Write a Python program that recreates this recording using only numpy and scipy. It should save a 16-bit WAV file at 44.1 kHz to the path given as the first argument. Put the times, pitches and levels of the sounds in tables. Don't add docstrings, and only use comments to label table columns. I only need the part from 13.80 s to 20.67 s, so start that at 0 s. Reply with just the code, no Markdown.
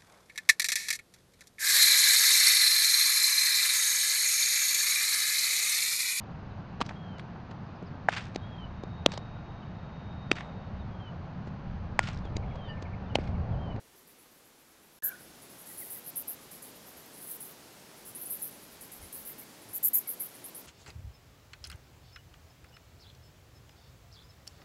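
import sys
import numpy as np
from scipy import signal
from scipy.io import wavfile
from scipy.ndimage import uniform_filter1d

SR = 44100
rng = np.random.default_rng(int(sys.argv[2]) if len(sys.argv) > 2 else 0)


def dump(signal):
    limited = np.clip(np.atleast_2d(signal).T, -1, 1)
    pcm = np.round(limited * 32767).astype(np.int16)
    wavfile.write(sys.argv[1], SR, pcm)


def volts(x):
    e = np.asarray(x, float) / 20
    return 10 ** e


N = 302790
RESUME_S = 1.2222

# start t/s, length/s, peak effort level/dB, place of the peak in the stroke 0-1,
# wing ring at the start f/Hz
CLOSE = [
    (1.234, 0.058, -28.5, 0.14, 11930),
    (5.929, 0.056, -33, 0.45, 11300),
    (6.028, 0.061, -23.5, 0.31, 11650),
    (6.132, 0.061, -23, 0.18, 11900),
]
NEAR = [(2.24, 0.068, -41.5, .55, 11200), (2.357, 0.07, -34, .3, 11750), (2.475, .074, -36, 0.2, 11900),
        (4.395, 0.059, -40.5, .5, 11100), (4.5, 0.075, -34, 0.24, 11700), (4.619, .08, -34.5, 0.054, 11700),
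        (6.198, .03, -42, .05, 11000), (6.274, 0.072, -33.5, 0.27, 11900),
        (6.397, 0.077, -34.5, 0.19, 11900)]
SNAPPING = [(4.35, 0.055, -41.5, .02, 10000), (4.455, 0.062, -42, .02, 10300),
            (6.642, 0.056, -42.5, .02, 10300), (6.748, 0.068, -43, .02, 10500),
            (6.858, .02, -56, .02, 9600)]
MIDDLE = [(1.856, .107, -49, 0.46, 11100), (2.71, 0.088, -47.5, .02, 11300),
          (2.818, 0.096, -47.5, .03, 11300), (4.249, 0.068, -48.5, 0.51, 10900),
          (4.592, 0.029, -48, 0.45, 11800), (5.008, 0.076, -47.5, .05, 11600),
          (5.115, 0.078, -47, .08, 11700)]
FAR = [(1.299, 0.094, -56, .05, 10600), (1.395, 0.11, -56.5, .2, 10900), (1.535, 0.059, -65, .55, 11000),
       (1.616, 0.056, -54.5, .2, 10500), (1.695, 0.094, -54.5, .05, 10900), (1.783, .057, -52, .4, 11200),
       (2.61, .05, -59, .45, 11000), (2.953, .067, -60, .15, 12600), (3.06, .08, -55, .35, 12800),
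       (3.169, 0.068, -53.5, .1, 12100), (3.255, .035, -57, .15, 12400), (3.33, 0.09, -52, 0.66, 10200),
       (3.925, .025, -63, .3, 12300), (4.165, .055, -59, .4, 10600), (4.705, 0.13, -54.5, .05, 10900),
       (4.819, 0.067, -55, .15, 11400), (4.908, .05, -57, .5, 11400), (5.213, .077, -52, 0.33, 10000),
       (5.815, 0.031, -57, .3, 9900), (5.886, 0.059, -53, 0.4, 9900), (6.477, 0.067, -56, .1, 11300),
       (6.54, 0.061, -52.5, .2, 10400)]
FIRST_VIEW = [(.155, .077, -62, .3, 12300), (.272, .078, -60, .05, 12600), (.285, .05, -64, .3, 10000),
              (.38, 0.097, -62, .2, 10700), (.51, .08, -65, .2, 12600), (.56, .05, -68, .3, 10800),
              (.646, 0.067, -64, .1, 11500), (.78, .055, -68, .4, 11100), (.875, .065, -68, .45, 11000),
              (1.02, .06, -66, .4, 11400), (1.11, .073, -65, .55, 11100)]
BRIGHT = [(1.97, 0.12, -43.5, 0.24, 10060), (2.098, 0.1, -41, 0.23, 10700), (3.408, 0.095, -47, 0.33, 9900),
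          (3.469, 0.1, -42, 0.49, 10100), (3.6, 0.13, -45, 0.14, 10260), (5.323, .11, -43.5, 0.25, 10460),
          (5.448, 0.084, -43, 0.35, 11300), (5.578, 0.062, -48, .3, 11100)]


def evened(x):
    return x / np.sqrt(np.mean(x ** 2) + 1e-20)


def add(mix, s, sound):
    part = mix[round(s * SR):][:len(sound)]
    part += sound[:len(part)]


def swells(rows):
    t = np.arange(N // 64 + 2) * 64 / SR
    power = sum(volts(db - abs(fall_db) * abs(t - s)) ** 2 for s, db, fall_db in rows)
    return np.interp(np.arange(N) / SR, t, np.sqrt(power))


def hiss(spectrum, patchy_db):
    hz = np.fft.rfftfreq(1024, 1 / SR)
    a, b, patches = rng.standard_normal((N // 256 + 5, 513, 3)).T
    patches = uniform_filter1d(patches, 14, 0)
    patches = evened(uniform_filter1d(patches, 16, 1))
    f, db = np.transpose(spectrum)
    colour_db = np.interp(np.log(hz + 1), np.log(f + 1), db)
    bins = (a + 1j * b) * volts(colour_db[:, None] + patchy_db * patches)
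    noise = signal.istft(bins, nperseg=1024, noverlap=768)[1]
    return evened(noise[:N])


def air():
    # f/Hz, density level/dB
    first_air = [(15, -45), (25, -18), (205, -2.5), (447, -1.5), (498, -5), (2080, -11.5), (8680, -15.5),
                 (11700, -14.5), (15700, -22)]
    # f/Hz, density level/dB
    second_air = [(15, -47), (25, -35), (140, 0.5), (275, 1), (650, -3), (1200, -8), (2650, -11),
                  (5000, -11.5), (7580, -14.5), (11100, -16), (12700, -16.5), (15700, -21.5)]
    # t/s, level/dB
    settling = [(1.22, -1), (1.45, -1.5), (1.7, 0), (2.2, 0.5), (6.87, 0.5)]
    t = np.arange(N) / SR
    first = volts(-60) * hiss(first_air, patchy_db=-0.5)
    second_db = -53.5 + np.interp(t, *np.transpose(settling))
    second = volts(second_db) * hiss(second_air, patchy_db=0.45)
    return np.where(t < RESUME_S, first, second)


def resonate(x, hz, width):
    turn = np.exp(2j * np.pi * np.cumsum(hz * np.ones(len(x))) / SR)
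    r = np.exp(-np.pi * width / SR)
    smooth = signal.lfilter([1], np.poly([r, r, r, r]), x / turn)
    return evened((turn * smooth).real)


def stroke(length_s, peak_db, peak_at, from_hz, climb_hz, swell_db, fade_db, upper_db, lower_db, even, blur):
    teeth_per_s, tooth_jitter, tooth_spread_db, pitch_scatter = 320, .42, 1, 0.053
    frame_hz = 10710
    # typical delay t/s, level/dB
    ground = [
        (.0012, -30),
        (.0022, -18),
        (.0035, -26),
    ]

    even, blur = np.clip([even, blur], 0, 1)
    gap, size, pitch, tilt, stones = rng.standard_normal((80, 5)).T
    scatter = rng.standard_normal((6000, 2)).T
    length = int(np.clip(length_s, .01, .13) * SR)
    u = np.arange(length + 200) / length
    tilt = np.tanh(tilt) * (1 - .6 * blur)

    gap = np.exp(tooth_jitter * (1 - .6 * even) * gap)
    at = (np.cumsum(gap) - gap[0]) * SR / teeth_per_s
    at = at[at < length].astype(int)
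    tooth = np.searchsorted(at, np.arange(len(u)), "right") - 1
    clicks = np.zeros(len(u))
    clicks[at] = volts(tooth_spread_db * size[:len(at)])

    copies = scatter[0, :len(u)] * (abs(scatter[1, :len(u)]) > 1.5) * (u < 1)
    drive = np.sqrt(1 - blur ** 2) * evened(clicks) + blur * evened(copies)
    drive *= np.minimum((u + .01) / (.06 * blur ** 2 + .01), 1)

    upper_drive, lower_drive, tick_drive = [np.roll(drive, round(samples * even ** 2)) for samples in (55, 5, 20)]
    climb = climb_hz * (1.77 * u ** 0.68 - .25) * (1 - 0.41 * even)
    hz = (from_hz + climb) * (1 + pitch_scatter * (1 - 0.88 * even) * pitch[tooth])
    ring_db = 21.4 * even - 11.0 - 3.1 * u
    ring = volts(ring_db) * resonate(drive, hz, 900 * (1 + 0.36 * even))
    tick = resonate(tick_drive, frame_hz + 0.43 * (hz - frame_hz), width=4770)
    wing = evened(ring + tick)
    upper_db = upper_db + 14.0 + 4.9 * tilt[tooth] + 3.4 * (u - 5.5)
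    upper = volts(upper_db) * resonate(upper_drive, hz=14600, width=3300)
    lower = volts(lower_db - 4.5 * tilt[tooth]) * resonate(lower_drive, hz=7700, width=4200)

    echoes = np.zeros(400)
    echoes[0] = 1
    for (s, db), place in zip(ground, stones):
        delay = round(s * np.exp(.25 * place) * SR)
        echoes[min(delay, 399)] += volts(db - 8.7 * even)
    before_peak = np.maximum(peak_at - u, 0)
    after_peak = np.maximum(np.minimum(u, 1) - peak_at, 0)
    level = volts(peak_db - swell_db * before_peak - fade_db * after_peak)
    return np.convolve(level * (wing + upper + lower), echoes / np.linalg.norm(echoes))


def far_chorus():
    # t/s, peak level/dB, fall either side/(dB per s)
    chorus = [(1.44, -57, 30), (2.03, -38, 60), (3.0, -52.5, 8), (3.6, -47, 70), (4.52, -42.5, 47),
              (5.42, -45.5, 42), (6.38, -48, 24)]
    clicks = rng.standard_normal(N) * (rng.random(N) < .1)
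    far = resonate(clicks, hz=11400, width=7200)
    return volts(-10.5) * swells(chorus) * (np.arange(N) > RESUME_S * SR) * far


def rock_walls(x):
    level_db, t60_s = -17, 0.11
    t = np.arange(SR // 4) / SR
    space = rng.standard_normal(len(t)) * (rng.random(len(t)) < .1) * volts(-60 * t / t60_s) * (t > .004)
    space *= volts(level_db) / np.linalg.norm(space)
    space[0] = 1
    return signal.oaconvolve(x, space)[:N]


def crickets():
    # strokes, lowest radiated f/Hz, ring climb/(Hz a stroke), swell and fade/(dB a stroke), upper band
    # level/dB, lower band level/dB, evenness of the stroke 0-1, blur by scattered copies 0-1
    singers = [(CLOSE, 6200, 760, 38, 8.7, -6, -18.5, .9, 0.49),
               (NEAR, 8540, 1550, 26, 15.7, -8, -21, .4, 0.33),
               (SNAPPING, 8600, 2800, 9, 8.8, -13, -25, 0.36, 0.07),
               (MIDDLE, 5900, 670, 8.8, 13, -5, -16, .3, 0.89),
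               (BRIGHT, 7450, 2200, 13, 15, -1.5, -22, .5, 0.81),
               (FAR, 7800, 720, 9, 13, -8, -15, .35, 0.45),
               (FIRST_VIEW, 8900, 990, 13, 13, -6, -20, .35, 0.81)]
    dry = far_chorus()
    for strokes, lowest_hz, *singer in singers:
        song = np.zeros(N)
        for start, *row in strokes:
            add(song, start, stroke(*row, *singer))
        dry += signal.sosfilt(signal.butter(18, lowest_hz, "highpass", fs=SR, output="sos"), song)
    return rock_walls(dry)


def wind():
    # t/s, peak level/dB, fall either side/(dB per s)
    gusts = [(.48, -76, 60), (1.26, -66, 180), (1.45, -66, 70), (1.64, -68, 180), (2.3, -74, 4),
             (3.0, -71, 12), (4.33, -68, 45), (4.53, -69, 110), (4.77, -70, 70), (4.96, -63, 55),
             (5.24, -47, 270), (5.4, -67, 35), (5.9, -73, 90), (6.04, -71, 130), (6.86, -75, 45)]
    # t/s, length/s, level/dB, f/Hz
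    puffs = [
        (1.225, 0.028, -70, 69.6),
        (3.16, 0.042, -67, 80),
        (4.29, 0.049, -60.5, 116),
        (5.85, 0.092, -64, 107),
    ]
    low_band = signal.butter(3, [25, 90], "bandpass", fs=SR, output="sos")
    lumps = signal.sosfilt(low_band, rng.standard_normal(N))
    breeze = volts(-83)
    out = volts(-5.0) * np.hypot(breeze, swells(gusts)) * evened(lumps)
    for start, length, db, hz in puffs:
        t = np.arange(0, length, 1 / SR)
        add(out, start, volts(db) * np.hanning(len(t)) * 2 * np.sin(2 * np.pi * hz * t))
    return out


def tone(hz):
    return np.sqrt(2) * np.sin(2 * np.pi * np.cumsum(hz) / SR)


def warble(out):
    # t/s, level/dB, top f/Hz
    contour = [(1.224, -52.5, 1765), (1.26, -53.5, 1700), (1.299, -53, 1656), (1.335, -51.5, 1587),
               (1.352, -57, 1437), (1.365, -73, 1350)]
    beats_per_s, dip_hz, phase, last_s = 44.4, 360, .33, 1.345
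    s, db, hz = np.transpose(contour)
    t = np.arange(s[0], s[-1], 1 / SR)
    beat = (beats_per_s * (t - s[0]) + phase) % 1
    dip = (np.exp(-beat / .25) + np.exp((beat - 1) / .06)) * (t < last_s)
    pitch = np.interp(t, s, hz) - dip_hz * uniform_filter1d(dip, 60)
    pitch += 40 * evened(uniform_filter1d(rng.standard_normal(len(t)), 90))
    add(out, s[0], volts(np.interp(t, s, db) + 5.5 - 6.5 * dip) * tone(pitch))


def peeps(out):
    # t/s, length/s, level/dB, start f/Hz, end f/Hz
    calls = [(1.311, 0.013, -58, 2400, 2270), (1.35, 0.017, -58, 1890, 1600),
             (1.893, 0.033, -64, 2040, 1870), (2.01, 0.03, -57, 2260, 1800), (2.15, 0.034, -66, 2086, 1880),
             (5.222, 0.028, -63, 2180, 2080), (5.49, .03, -62, 2110, 2070), (5.615, .025, -63, 2300, 2080),
             (6.133, 0.039, -62, 2280, 2000), (6.255, .024, -62, 2300, 2170),
             (6.275, 0.02, -63, 2190, 2070), (6.4, .032, -63, 2230, 2120)]
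    for start, length, db, from_hz, to_hz in calls:
        count = round(length * SR)
        glide = np.linspace(from_hz, to_hz, count)
        add(out, start, volts(db + 2.5) * signal.windows.tukey(count, .6) * tone(glide))


def birds():
    out = np.zeros(N)
    warble(out)
    peeps(out)
    t = np.arange(SR // 3) / SR
    valley = rng.standard_normal(len(t)) * volts(-60 * t / 0.65) * (t > .02)
    return out + volts(-12) * signal.oaconvolve(out, valley / np.linalg.norm(valley))[:N]


def scene():
    return (air() + crickets() + wind() + birds())[None]


def band_limit(x):
    return signal.sosfilt(signal.butter(12, 16950, fs=SR, output="sos"), x)


def record(dry):
    cut_s, silent_s, end_s, leftover_db = 1.1893, 1.204, 6.864, -27
    t = np.arange(N) / SR
    between = volts(leftover_db) * (t < silent_s) + (t > RESUME_S) * (t < end_s)
    gate = np.where(t < cut_s, 1, between)
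    lowpass = signal.firwin(511, 15800, window=("kaiser", 7), fs=SR)
    limited = signal.oaconvolve(dry, lowpass[None], "same")
    return band_limit(limited * uniform_filter1d(gate, 30))


dry = scene()
out = record(dry)
dump(out)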